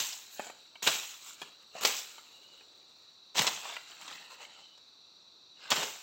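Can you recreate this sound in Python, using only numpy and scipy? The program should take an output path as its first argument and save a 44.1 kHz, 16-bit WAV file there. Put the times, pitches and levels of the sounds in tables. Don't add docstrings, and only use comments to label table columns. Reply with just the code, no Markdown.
import sys
import numpy as np
from scipy import signal
from scipy.fft import rfft, irfft, next_fast_len
from scipy.io import wavfile
from scipy.ndimage import uniform_filter1d

SR = 44100
rng = np.random.default_rng(int(sys.argv[2]) if len(sys.argv) > 2 else 0)


def unload_audio(sound):
    columns = np.transpose(np.atleast_2d(sound))
    steps = np.round(np.clip(columns, -1, 1) * 32767)
    wavfile.write(sys.argv[1], SR, steps.astype(np.int16))


N = 265728
TIME_S = np.arange(N) / SR
TOP_HZ = 15850

# t/s, level/dB, glide to level/s, entry level re level/dB, settling t60/s,
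# stalk body/dB, fine tips/dB
STROKES = [(0.0, -32.5, 0.0059, 14.5, 0.68, -5.5, 2), (.823, -31.5, 0.093, -4.5, 0.73, -2.5, 2),
           (1.807, -34, 0.087, -5, 0.71, 1, 2.5), (3.349, -32, 0.069, -7, 0.89, 7.5, 0.5),
           (5.702, -35, 0.12, -0.5, 0.67, 5, 0.5)]
# peak t/s, level/dB, e-fold rise/s, stalk body/dB, fine tips/dB
STEM_CUTS = [(.002, -30, 0.00098, -1, 6), (0.13, -39, 0.0052, -12, -1), (0.8234, -41, 0.00058, 10, 4),
             (.875, -18, 0.005, 6, 3.5), (1.419, -43.5, .0014, 10, -5), (1.812, -40, 0.00071, 26, -3),
             (1.835, -30, .0024, 11, 14), (1.851, -18, .002, 3.5, 4.5), (1.875, -26.5, .0026, 1.5, 10.5),
             (3.382, -24, .012, 1.5, 1), (3.391, -20.5, 0.00075, .5, 1.5), (3.419, -26, .001, 6, 12.5),
             (3.445, -31, 0.00051, 8, 4), (3.4687, -21, .001, 5, -12), (4.0132, -46.5, 0.00037, 7, 10),
             (4.079, -40, 0.00042, -2, -6), (4.112, -42.5, .004, 8, 1), (4.777, -54.5, 0.00093, 6, -4),
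             (5.7045, -25, .0009, -3, 4.5), (5.7173, -19, 0.0033, 8.5, -10), (5.764, -28.5, .0022, 9, 6),
             (5.828, -30, .004, 18, 3)]
# t/s, level/dB, pitch ratio, brightness/(dB/octave), rebound delay/s
STICK_KNOCKS = [(0.3946, -34.5, .98, -8, .005), (0.468, -50, .9, -11, 0.00416),
                (0.498, -46.5, 0.98, -7, 0.00414), (.755, -49.5, 1.2, -2.5, 0.0031),
                (1.417, -40, 1.285, -4, 0.011), (1.752, -43, 0.87, -13, .013), (2.181, -50, 1.6, -7, .011),
                (2.609, -60, 1, -3, .004), (3.654, -43, 1.36, -6, 0.0073), (3.696, -43, 1.2, -10, 0.027),
                (3.766, -39.5, 1.1, 0.5, 0.00301)]
# f/Hz, level/dB, t60/s
STICK_MODES = [(223, -33.5, 0.023), (593, -6.5, 0.033), (750, 2, 0.025), (862, -3, 0.047), (1324, 3, 0.023),
               (1846, 2.5, 0.038), (2280, 4.5, 0.023), (2585, 9.5, 0.028)]
# t/s, level/dB, f/Hz
ROOT_THUDS = [(.002, -53.5, 149), (.825, -50.5, 223), (0.865, -38.5, 193), (1.42, -57.5, 170),
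              (1.846, -43, 247), (3.392, -33.5, 164), (5.712, -40.5, 172), (5.772, -42.5, 203)]
# middle t/s, length/s, leaf level/dB, stalk level/dB, tips re leaves/dB
BRUSH_PUSHES = [(0.345, .062, -54.5, -78, 10), (0.431, 0.14, -50, -52, -3), (1.285, 0.13, -50, -57, 0.5),
                (1.438, 0.092, -55, -53, -5), (1.784, 0.059, -53, -48, -9), (1.979, 0.057, -38, -51, -4),
                (3.705, 0.16, -50, -43.5, -5), (3.898, .08, -59, -53.5, -9),
                (4.115, 0.33, -56, -49.5, -4.5), (4.329, 0.085, -57, -53.5, -3),
                (4.423, 0.092, -58.5, -53, -7), (4.567, 0.21, -64, -60, -14), (5.68, .15, -61.5, -48, -6)]
# f/Hz, relative level/dB
LEAF_COLOUR = [(40, -47), (90, -17), (170, -10.5), (320, -9), (850, 1.5), (1900, -1), (2800, 5.5),
               (4000, 3), (4600, -0.5), (7600, 4.5), (9400, -18.5), (10800, -18.5), (12000, -10),
               (13200, -13), (15500, -5)]
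# f/Hz, relative level/dB
STEM_COLOUR = [(60, -41), (160, -17.5), (400, 3), (850, 8), (1700, 5.5), (2700, 9), (3900, 13), (4700, 9.5),
               (7500, 7), (9400, -12.5), (10800, -17.5), (12000, -8), (13200, -14.5), (15500, -5)]
# f/Hz, relative level/dB
SCRAPE_COLOUR = [(50, -40), (150, -13.5), (300, -6), (550, 0), (1400, 3), (1950, -1.5), (2750, 4.5),
                 (3800, -2.5), (5000, -5), (9000, -53), (15500, -35)]
# f/Hz, relative level/dB
FOREST_COLOUR = [(25, -9), (70, -5), (150, -1.5), (370, 1.5), (520, -1), (1300, 0.5), (1700, -9),
                 (2200, -10), (2650, 0.5), (3000, -12.5), (7200, -11), (8400, -18.5), (9500, -42),
                 (11200, -27), (11900, -18.5), (12700, -29), (15500, -29)]
# f/Hz, half-width near -6 dB/Hz, level/dB, mean pulse rate/(1/s)
INSECTS = [(3910, 35, -63.5, 520), (3756, 250, -66, 28), (4110, 100, -65.5, 43), (4450, 280, -66, 82),
           (5700, 290, -72.5, 120)]
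# first note middle t/s, length/s, mean f/Hz, level/dB
BIRD_TRILLS = [(2.366, .32, 2910, -62), (4.562, .24, 3036, -59)]

STROKE_ATTACK_S = 0.0038
STALK_SHARE, STALK_T60_S = 1, 0.65
CUT_T60_S, CUT_REF_DB = 0.083, -20
CUT_DOUBLING_DB = 45
REBOUND_DB = -6
THUD_T60_S = 0.082
JERK_DB, JERK_S = 1.5, .03
SWAY_LEAF_DB, SWAY_STALK_DB, SWAY_T60_S = -59, -58, 4.26
RATTLE_PER_S = 9
RATTLE_DB, RATTLE_SPREAD_DB = 0, 1.5
NOTE_GAP_S, NOTE_S, NOTE_SCATTER = 0.078, 0.074, 0.0073
FOREST_DB = -69.5


def strokes():
    out, t = np.zeros(N), np.arange(SR) / SR
    low_pass = signal.butter(1, 1500, fs=SR, output="sos")
    for start_s, level_db, swell_s, entry_db, t60_s, stalk_db, tips_db in STROKES:
        fibres = crackle(len(t), rate_per_s=9000, spread_db=2.8, ring_s=.0002)
        ticks = patchy(fibres, spread_db=2.6, hold_s=.02)
        leaves = shape(ticks, lambda hz: plant(hz, LEAF_COLOUR, stalk_db, tips_db))
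        body = signal.sosfilt(low_pass, leaves)
        leaves = leaves - body * STALK_SHARE * (1 - fade(t - swell_s, STALK_T60_S))
        attack = np.minimum(t / STROKE_ATTACK_S, 1)
        glide = undb(entry_db * np.maximum(1 - t / swell_s, 0))
        force = attack * glide * fade(t - swell_s, t60_s)
        add(out, start_s, undb(level_db) * force * leaves)
    return out


def cuts():
    out, t = np.zeros(N), np.arange(SR // 4) / SR
    for peak_s, level_db, rise_s, stalk_db, tips_db in STEM_CUTS:
        lead_s = 3 * rise_s
        t60_s = CUT_T60_S * 2 ** ((level_db - CUT_REF_DB) / CUT_DOUBLING_DB)
        force = np.exp(np.minimum(t - lead_s, 0) / rise_s) * fade(t - lead_s, t60_s)
        fibres = crackle(len(t), rate_per_s=12000, spread_db=2.6, ring_s=.0002)
        snaps = force * patchy(fibres, spread_db=2.8, hold_s=.05)
        burst = shape(snaps, lambda hz: plant(hz, STEM_COLOUR, stalk_db, tips_db))
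        force_rms = np.sqrt(np.mean(force ** 2))
        add(out, peak_s - lead_s, undb(level_db) * burst * force_rms)
    return out


def knocks():
    out = np.zeros(N)
    for start_s, level_db, pitch, bright_db, rebound_s in STICK_KNOCKS:
        add(out, start_s, undb(level_db) * stick(pitch, bright_db))
        add(out, start_s + rebound_s, undb(level_db + REBOUND_DB) * stick(pitch, bright_db))
    return out


def stick(pitch, bright_db):
    t = np.arange(SR // 8) / SR
    mode_hz, mode_db, t60_s = np.transpose(STICK_MODES)[:, :, None]
    hz = mode_hz * pitch * (1 + 0.025 * rng.standard_normal(mode_hz.shape))
    gain = undb(mode_db + bright_db * np.log2(hz / 1000))
    tones = np.sin(2 * np.pi * (hz * t + rng.random(hz.shape)))
    ring = np.sum(gain * fade(t, t60_s) * tones, axis=0)
    contact = 0.25 * rng.standard_normal(len(t)) * fade(t, t60_s=0.019)
    contact[0] = 1
    struck = signal.fftconvolve(contact, ring)[:len(t)]
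    knock = signal.sosfilt(signal.butter(2, 190, "high", fs=SR, output="sos"), struck)
    return knock / np.std(knock[:SR // 100])


def thuds():
    out, t = np.zeros(N), np.arange(SR // 4) / SR
    force = fade(t, THUD_T60_S)
    force_rms = np.sqrt(np.mean(force ** 2))
    for start_s, level_db, pitch_hz in ROOT_THUDS:
        soil = signal.butter(4, [.75 * pitch_hz, 1.6 * pitch_hz], "band", fs=SR, output="sos")
        bump = signal.sosfilt(soil, force * rng.standard_normal(len(t)))
        add(out, start_s, undb(level_db) * unit(bump) * force_rms)
    return out


def stirring():
    leaf_fibres = crackle(N, rate_per_s=7000, spread_db=2.9, ring_s=.0003)
    ticks = patchy(leaf_fibres, spread_db=3.2, hold_s=.05)
    stalk_fibres = crackle(N, rate_per_s=8000, spread_db=2.4, ring_s=.0003)
    rubs = patchy(stalk_fibres, spread_db=4.4, hold_s=.1)
    leaves = shape(ticks, lambda hz: colour(hz, LEAF_COLOUR) / np.hypot(1, (5200 / hz) ** 2))
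    tips = signal.sosfiltfilt(signal.butter(4, 9500, "high", fs=SR, output="sos"), leaves)
    stalks = shape(rubs, lambda hz: colour(hz, SCRAPE_COLOUR))
    leaf_motion, tip_motion, stalk_motion = brush_motion()
    rustle = leaf_motion * (leaves - tips) + tip_motion * tips
    return rustle + stalk_motion * stalks + rattle(stalk_motion)


def brush_motion():
    _, _, leaf_db, stalk_db, tips_db = np.transpose(BRUSH_PUSHES)
    push_power = np.array([swell(middle_s, length_s) for middle_s, length_s, *_ in BRUSH_PUSHES]) ** 2
    sway_power = sum((TIME_S > s) * fade(TIME_S - s, SWAY_T60_S) ** 2 for s, *_ in STROKES)
    jerks = undb(JERK_DB * unit(uniform_filter1d(rng.standard_normal(N), int(JERK_S * SR))))
    levels = [
        (leaf_db, SWAY_LEAF_DB),
        (leaf_db + tips_db, SWAY_LEAF_DB),
        (stalk_db, SWAY_STALK_DB),
    ]
    motions = []
    for push_db, sway_db in levels:
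        power = undb(push_db) ** 2 @ push_power + undb(sway_db) ** 2 * sway_power
        motions.append(jerks * np.sqrt(power))
    return motions


def rattle(motion):
    out, count = np.zeros(N), int(RATTLE_PER_S * N / SR)
    starts = rng.integers(0, N, count)
    draws = rng.uniform(-0.94, 1, (count, 2))
    for i, (size, pitch) in zip(starts, draws):
        gain = motion[i] * undb(RATTLE_DB + RATTLE_SPREAD_DB * size)
        add(out, i / SR, gain * stick(1.2 + .25 * pitch, bright_db=9))
    return out


def trees(x, wet_db=-17, t60_s=0.37):
    t = np.arange(SR) / SR
    echo = shape(rng.standard_normal(SR), lambda hz: 1 / np.hypot(1, hz / 4500))
    echo = echo * fade(t, t60_s) * np.minimum(t / 0.046, 1)
    return x + undb(wet_db) * signal.fftconvolve(x, echo / np.linalg.norm(echo))[:N]


def bird():
    noise = rng.standard_normal((2, N))
    blur = unit(uniform_filter1d(uniform_filter1d(noise, SR // 220), SR // 220))
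    out = np.zeros(N)
    for first_s, length_s, hz, level_db in BIRD_TRILLS:
        for note in range(round(length_s / NOTE_GAP_S)):
            note_hz = hz * (1 + NOTE_SCATTER * rng.standard_normal())
            phase = 2 * np.pi * note_hz * TIME_S
            tone = blur[0] * np.sin(phase) + blur[1] * np.cos(phase)
            out += undb(level_db) * swell(first_s + note * NOTE_GAP_S, NOTE_S) * tone
    return out


def forest():
    out = undb(FOREST_DB) * shape(rng.standard_normal(N), lambda hz: colour(hz, FOREST_COLOUR))
    low_wash = shape(rng.standard_normal(N), lambda hz: resonance(hz, centre_hz=446, width_hz=190))
    out += undb(-70.5) * np.exp(-((TIME_S - 2.6) / 0.38) ** 2) * low_wash
    for centre_hz, width_hz, level_db, rate_per_s in INSECTS:
        out += undb(level_db) * buzz(centre_hz, width_hz, rate_per_s)
    return out


def buzz(centre_hz, width_hz, rate_per_s):
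    waver = unit(uniform_filter1d(rng.standard_normal(N), SR // 8))
    phase = 2 * np.pi * np.cumsum(rate_per_s * (1 + 0.0394 * waver)) / SR
    pulses = 1 + 0.089 * np.cos(phase)
    return shape(pulses * rng.standard_normal(N), lambda hz: resonance(hz, centre_hz, width_hz))


def crackle(length, rate_per_s, spread_db, ring_s):
    draw = rng.random((int(length * rate_per_s / SR) + 1, 4))
    t = np.arange(128) / SR
    size = undb(-spread_db * np.log(.01 + .99 * draw[:, :1]))
    tones = np.cos(2 * np.pi * (draw[:, 1:2] * TOP_HZ * t + draw[:, 2:3]))
    grains = size * np.exp(-t / ring_s) * tones
    where = (draw[:, 3:] * length).astype(int) + np.arange(len(t))
    return np.bincount(where.ravel(), grains.ravel(), length)[:length]


def patchy(x, spread_db, hold_s, size=512):
    _, _, bands = signal.stft(x, nperseg=size)
    keep = np.exp(-size / 2 / SR / hold_s)
    noise = uniform_filter1d(rng.standard_normal(bands.shape), size=3, axis=0)
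    flare = unit(signal.lfilter([1], [1, -keep], noise))
    gain = undb(spread_db * np.clip(flare, -2, 2))
    return unit(signal.istft(bands * gain, nperseg=size)[1][:len(x)])


def plant(hz, points, stalk_db, tips_db, stalk_hz=1900, tips_hz=9000):
    body_db = stalk_db / (1 + (hz / stalk_hz) ** 2)
    sizzle_db = tips_db * (1 + np.tanh((hz - tips_hz) / 1000)) / 2
    return colour(hz, points) * undb(body_db + sizzle_db)


def colour(hz, points):
    f, db = np.transpose(points)
    return undb(np.interp(np.log(hz), np.log(f), db))


def resonance(hz, centre_hz, width_hz):
    return 1 / (1 + ((hz ** 2 - centre_hz ** 2) / (hz * 1.95 * width_hz)) ** 2)


def shape(x, gain):
    size = next_fast_len(len(x))
    hz = np.maximum(np.fft.rfftfreq(size, 1 / SR), 1)
    return unit(irfft(rfft(x, size) * gain(hz), size)[:len(x)])


def swell(middle_s, length_s):
    return np.exp(-np.minimum((2 * (TIME_S - middle_s) / length_s) ** 2, 20))


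def fade(t, t60_s):
    return np.exp(-np.log(1000) * np.maximum(t, 0) / t60_s)


def undb(db):
    return 10 ** (np.asarray(db) / 20)


def unit(x):
    return x / np.sqrt(np.mean(x ** 2) + 1e-20)


def add(out, start_s, x):
    i = int(start_s * SR)
    x = x[max(-i, 0):max(N - i, 0)]
    out[max(i, 0):max(i, 0) + len(x)] += x


def scene():
    work = strokes() + cuts() + knocks() + thuds() + stirring()
    return (trees(work) + forest() + bird())[None]


def record(dry):
    trimmed = signal.sosfilt(signal.butter(2, 60, "high", fs=SR, output="sos"), dry)
    return signal.sosfilt(signal.ellip(10, .2, 80, TOP_HZ, fs=SR, output="sos"), trimmed)


dry = scene()
out = record(dry)
unload_audio(out)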